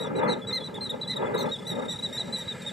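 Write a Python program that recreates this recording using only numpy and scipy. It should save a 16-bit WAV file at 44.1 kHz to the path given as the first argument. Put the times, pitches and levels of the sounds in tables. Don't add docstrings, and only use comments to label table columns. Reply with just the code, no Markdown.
import sys
import numpy as np
from scipy import signal
from scipy.fft import rfft, irfft, next_fast_len
from scipy.io import wavfile
from scipy.ndimage import uniform_filter1d

SR = 44100
rng = np.random.default_rng(int(sys.argv[2]) if len(sys.argv) > 2 else 0)


def ratio_of_db(decibels):
    return 10 ** (np.asarray(decibels, float) / 20)


def to_wav(s):
    ch = np.atleast_2d(s).T
    pcm = np.round(np.clip(ch, -1, 1) * 32767)
    wavfile.write(sys.argv[1], SR, pcm.astype(np.int16))


N = 119952
BREEZE_DB = -51


def rms_one(x):
    return x / np.sqrt(np.mean(x ** 2) + 1e-20)


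def filtered(x, order, hz, kind):
    return signal.sosfilt(signal.butter(order, hz, kind, fs=SR, output="sos"), x)


def drift(rate_hz):
    r = np.exp(-80 * np.pi * rate_hz / SR)
    slow = signal.lfilter([1], [1, -2 * r, r * r], rng.standard_normal(N // 40 + 2002))[2000:]
    return np.interp(np.arange(N) / 40, np.arange(len(slow)), rms_one(slow))


def swell(db):
    return ratio_of_db(db * np.linspace(-1, 1, N))


def sing(rows, voice):
    climb_hz, climb_bend, drop_hz, drop_bend, attack, release, partials_db = voice
    overtone_follows, mean_call_db = 0.45, -30
    out = np.zeros(N)
    wobble = 0.003 * drift(70)
    waver_db = [(1.2 if k <= 1 else 3.5) * drift(67) for k in range(7)]
    chance = rng.standard_normal((len(rows), 14))
    for (top_s, rise, fall, hz, db), c in zip(rows, chance):
        i = np.arange(max(int((top_s - rise) * SR), 0), min(int((top_s + fall) * SR), N))
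        t = i / SR - top_s
        climb = climb_hz * abs(t / rise) ** climb_bend
        drop = drop_hz * abs(t / fall) ** drop_bend
        pitch = hz - np.where(t < 0, climb, drop)
        phase = np.pi * np.cumsum(pitch * (1 + wobble[i])) / SR
        edge = np.minimum((t + rise) / attack, (fall - t) / release)
        env = np.sin(np.pi / 2 * np.clip(edge, 0, 1))
        arch = np.sin(np.pi * np.clip((t + rise) / (rise + fall), 0, 1) ** 0.75)
        for k, partial_db in enumerate(partials_db):
            level_db = db + partial_db + waver_db[k][i]
            if k != 1:
                level_db = level_db - (1 - overtone_follows) * (db - mean_call_db)
            if k > 1:
                level_db = level_db + 2 * c[k]
            shape = env ** (1 + 0.11 * abs(k - 1)) * arch ** (0.18 * max(k - 1, 0))
            out[i] += ratio_of_db(level_db) * shape * np.sin((k + 1) * phase + 3 * c[7 + k])
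    return out


def whistles():
    # top in seconds, rise in s, fall in s, top in Hz, level in dB.
    arched = [(1.088, .017, .04, 3995, -30), (1.53, .02, .027, 3836, -29.5), (.848, .012, .035, 4000, -40),
              (.170, 0.019, 0.039, 3980, -38.5), (.284, .008, 0.062, 4216, -35.5),
              (.312, 0.023, 0.037, 3970, -32), (.486, 0.019, 0.039, 3953, -32),
              (.658, 0.022, 0.027, 4023, -34.5), (2.039, 0.016, 0.036, 3984, -26.5),
              (2.191, 0.018, 0.036, 4003, -26), (2.341, .019, 0.0368, 4040, -28.5),
              (2.675, .017, .028, 3770, -30), (1.895, 0.015, 0.033, 3780, -32),
              (.03, 0.027, 0.031, 3920, -35.5)]
    full = [
        (0.5405, 0.017, 0.052, 4145, -29),
        (1.112, 0.026, 0.037, 4064, -34),
    ]
    thin = [
        (1.690, 0.024, .046, 3960, -34),
        (2.395, .03, 0.04, 3900, -35),
        (1.905, 0.013, .055, 3940, -37),
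        (2.150, 0.025, 0.0365, 3793, -35.5),
    ]
    dull = [
        (.822, 0.015, 0.054, 4170, -32),
        (1.372, .01, 0.037, 3843, -36.5),
        (1.023, .012, .022, 4000, -30),
        (1.714, .012, 0.0244, 3800, -36),
        (2.493, .015, .041, 3907, -30.5),
    ]
    bright = [
        (1.385, 0.009, .064, 4235, -37),
    ]
    # climb in Hz, its bend, drop in Hz, its bend, attack in s, release in s, partials 1-7 in dB.
    arched_voice = (251, 2.12, 399, 1.57, 0.013, 0.015, [-26, 0, -28, -19.5, -28, -43, -45])
    full_voice = (475, 4.45, 580, 2.56, 0.0099, 0.022, [-8.5, 3.5, -24.5, -24.5, -35, -34, -40])
    thin_voice = (237, 4.66, 408, 1.73, 0.0043, 0.019, [-17, 0.5, -20.5, -14.5, -21, -24, -47])
    dull_voice = (330, 3.87, 420, 1.79, 0.0052, .02, [-28, 1, -40, -23.5, -46, -44, -52])
    bright_voice = (200, 3, 560, 1.5, .005, .022, [-18, 0, -14, -15, -32, -40, -17])
    out = sing(arched, arched_voice) + sing(full, full_voice) + sing(thin, thin_voice)
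    return out + sing(dull, dull_voice) + sing(bright, bright_voice)


def kips():
    # top in seconds, rise in s, fall in s, top in Hz, level in dB.
    calls = [
        (.02, .05, .022, 3850, -38),
        (.757, 0.0097, 0.019, 3770, -35.5),
        (.904, 0.012, 0.02, 3863, -27),
        (1.167, 0.01, 0.023, 3876, -31),
        (1.347, 0.0094, 0.0303, 3910, -40),
        (1.407, 0.0054, 0.02, 3910, -28),
    ]
    # climb in Hz, its bend, drop in Hz, its bend, attack in s, release in s, partials 1-7 in dB.
    voice = (620, 2.16, 480, 1.23, 0.018, 0.033, [-18, 3.5, -32, -19, -21, -24.5, -44])
    return sing(calls, voice)


def trill():
    # top in seconds, top in Hz, level in dB.
    beats = [(1.463, 3510, -44), (1.494, 3540, -42.5), (1.561, 3450, -39), (1.591, 3520, -42),
             (1.627, 3500, -49), (1.657, 3600, -45), (1.698, 3830, -37), (1.727, 3760, -35),
             (1.756, 3780, -38.5), (1.795, 3800, -43), (1.825, 3770, -44), (1.855, 3800, -41.5),
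             (1.928, 3950, -33.5), (1.962, 3870, -33.5), (1.993, 3860, -33), (2.091, 3790, -45),
             (2.158, 3784, -47), (2.621, 3780, -41.5), (1.557, 3800, -51)]
    # climb in Hz, its bend, drop in Hz, its bend, attack in s, release in s, partials 1-7 in dB.
    voice = (60, 1.5, 180, 1.3, .004, .010, [-36, 0, -26, -30, -24, -42, -50])
    rise_s, fall_s = 0.006, 0.014
    return sing([(s, rise_s, fall_s, hz, db) for s, hz, db in beats], voice)


def pips():
    # dip in seconds, before in s, after in s, dip in Hz, level in dB.
    calls = [(.068, .016, .016, 3440, -43), (.24, .017, .022, 3440, -45), (.745, 0.0047, .01, 3470, -37),
             (.435, .021, .024, 3400, -43), (.625, .024, .022, 3400, -41), (.778, .01, .012, 3390, -40),
             (.932, .008, .01, 3390, -46), (1.055, .011, .011, 3400, -42), (1.228, .012, .012, 3390, -49.5),
             (1.268, .013, .016, 3420, -44), (1.497, .01, .028, 4140, -49), (1.15, .018, .02, 5000, -61),
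             (.62, .025, .03, 4100, -52)]
    # climb in Hz, its bend, drop in Hz, its bend, attack in s, release in s, partials 1-7 in dB.
    voice = (-110, 1.5, -40, 2.5, .006, .014, [-40, 0, -40, -40, -30, -46, -52])
    return sing(calls, voice)


def puffs():
    # peak in seconds, length in s, level in dB.
    bursts = [
        (.522, .003, -54),
        (.745, .003, -55),
        (.81, 0.0018, -63),
        (1.015, .003, -59),
        (1.082, .002, -53),
        (1.346, .003, -56),
        (1.413, .008, -58),
        (2.626, .006, -54),
    ]
    t = np.arange(N) / SR
    noise = filtered(rng.standard_normal(N), 4, [3300, 11500], "band")
    return rms_one(noise) * sum(ratio_of_db(db) * np.exp(-((t - s) / length) ** 2) for s, length, db in bursts)


def seeps():
    # top in seconds, rise in s, fall in s, top in Hz, level in dB.
    calls = [
        (.062, 0.0036, 0.025, 6000, -57),
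    ]
    # climb in Hz, its bend, drop in Hz, its bend, attack in s, release in s, partials 1-7 in dB.
    voice = (50, 1.5, 900, 1.2, .004, .01, [-60, 0, -60, -60, -60, -60, -60])
    return sing(calls, voice)


def far_flock():
    rows = []
    for when, length, tune, loud in rng.random((70, 4)):
        hz = 3780 + 213 * (2 * tune - 1)
        db = -63 + 22 * (2 * when - 1) + 8 * (loud - 0.5)
        rows.append((when * N / SR, 0.012, 0.0213 + 0.0326 * length, hz, db))
    return sing(rows, (150, 1.8, 250, 1.6, 0.008, 0.015, [-42, -5.0, -31, -25, -40, -49, -56]))


def birds():
    calls = whistles() + kips() + trill() + pips() + puffs() + seeps() + far_flock()
    scatter_db, scatter_t60_s = -13, 0.22
    t = np.arange(SR // 2) / SR
    tail = rng.standard_normal(len(t)) * ratio_of_db(-60 * t / scatter_t60_s) * np.clip(t / 0.0053, 0, 1)
    tail *= ratio_of_db(scatter_db) / np.sqrt(np.sum(tail ** 2))
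    tail[0] = 1
    return signal.fftconvolve(calls, tail)[:N]


def banded(spectrum, patchy_db, swing_db=0, brighten=0, count=1):
    hz_pts, db_pts = np.transpose(spectrum)
    white = rng.standard_normal((2, count, N))
    shared = drift(27.4)
    out = 0
    edges = np.geomspace(hz_pts[0], hz_pts[-1], int(2.5 * np.log2(hz_pts[-1] / hz_pts[0])) + 1)
    for k, (low, high) in enumerate(zip(edges, edges[1:])):
        hz = np.sqrt(low * high)
        band = filtered(white[k % 2], 2, [low, high], "band")
        db = np.interp(np.log(hz), np.log(hz_pts), db_pts) + swing_db * brighten * np.log10(hz / 500)
        flicker_db = patchy_db * (0.77 * shared + 1.13 * drift(22.4))
        out = out + band * ratio_of_db(db + flicker_db)
    return rms_one(out)


def matrixed(x, direct, late):
    lag_s, turn_rad = 0.002576, 1.177
    size = next_fast_len(N + 999)
    hz = np.arange(size // 2 + 1) * SR / size
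    comb = direct * np.exp(1j * turn_rad) - late * np.exp(-2j * np.pi * hz * lag_s)
    return irfft(rfft(x, size) * comb, size)[:N]


def gusts_db():
    # peak in seconds, rise in s, fall in s, level in dB.
    gusts = [(.03, 0.34, 0.14, -34), (0.25, 0.12, 0.14, -27), (.75, 0.38, 0.45, -44.5),
             (.94, 0.036, 0.027, -37), (1.09, 0.04, 0.016, -45), (1.217, 0.062, 0.2, -30.5),
             (1.348, 0.054, 0.061, -33), (1.447, 0.12, 0.07, -32), (1.8, 0.15, 0.11, -34),
             (2.1, 0.097, 0.036, -47.5), (2.3, 0.081, 0.039, -44)]
    edge_db = 11
    t = np.arange(N) / SR
    power = ratio_of_db(2 * BREEZE_DB)
    for s, rise, fall, db in gusts:
        bell = ((t - s) / np.where(t < s, rise, fall)) ** 2
        power = power + ratio_of_db(2 * db - 2 * edge_db * bell)
    return 10 * np.log10(power)


def wind(gust_db):
    # frequency in Hz, density in dB per Hz.
    spectrum = [(40, -52), (135, -11), (206, 0), (300, 1.5), (500, -0.5), (1190, -13.5), (1850, -21.5),
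                (3600, -49)]
    noise = ratio_of_db(gust_db) * banded(spectrum, 2, gust_db - gust_db.mean(), brighten=0.69, count=3)
    push, own, both = filtered(noise, 6, 2900, "low")
    buffet = filtered(both + push, 2, [133, 267], "band")
    leak = matrixed(push + ratio_of_db(-3) * own, ratio_of_db(-4), ratio_of_db(-5))
    return leak + ratio_of_db(-2) * buffet, push


def rumble():
    # frequency in Hz, density in dB per Hz.
    spectrum = [(40, -43), (80, -10.5), (160, 2), (250, 0), (500, -6.5), (1000, -14.5), (2000, -17.5),
                (3000, -44)]
    return ratio_of_db(-40) * banded(spectrum, 2.87, count=2)


def water():
    ripple = filtered(rng.standard_normal(N), 2, [1500, 2400], "band")
    fizz = filtered(rng.standard_normal(N), 2, [7400, 7950], "band")
    return ratio_of_db(-62) * swell(13.5) * (rms_one(ripple) + ratio_of_db(-7) * rms_one(fizz))


def hiss(gust_db):
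    # frequency in Hz, density in dB per Hz.
    spectrum = [(2800, -11), (3260, -12.5), (3810, 0), (4600, -21.5), (6860, -18.5), (7750, -19.5),
                (9500, -24), (16500, -44)]
    duck_share = 0.22
    duck = ratio_of_db(-duck_share * uniform_filter1d(gust_db - BREEZE_DB, size=3000))
    centre, wide = duck * ratio_of_db(-60) * swell(5) * banded(spectrum, 1.1, count=2)
    return centre, ratio_of_db(-15.5 + 4.9 * drift(1.5)) * filtered(wide, 4, 8000, "high")


def scene():
    gust_db = gusts_db()
    wind_mid, wind_side = wind(gust_db)
    rumble_mid, rumble_side = rumble()
    hiss_mid, hiss_side = hiss(gust_db)
    mid = birds() + wind_mid + matrixed(rumble_mid + water(), 0.75, 0.44) + hiss_mid
    side = wind_side + ratio_of_db(-21) * rumble_side + hiss_side
    return np.array([mid + side, mid - side])


def roll_off(x):
    return signal.sosfilt(signal.butter(12, 15690, fs=SR, output="sos"), x)


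def record(dry):
    mix = dry + ratio_of_db(-72) * filtered(rng.standard_normal(N), 2, 9000, "high")
    mix = filtered(mix, 2, 38, "high")
    mix = signal.sosfilt(signal.cheby2(10, 50, 16250, fs=SR, output="sos"), mix)
    return roll_off(mix)


dry = scene()
out = record(dry)
to_wav(out)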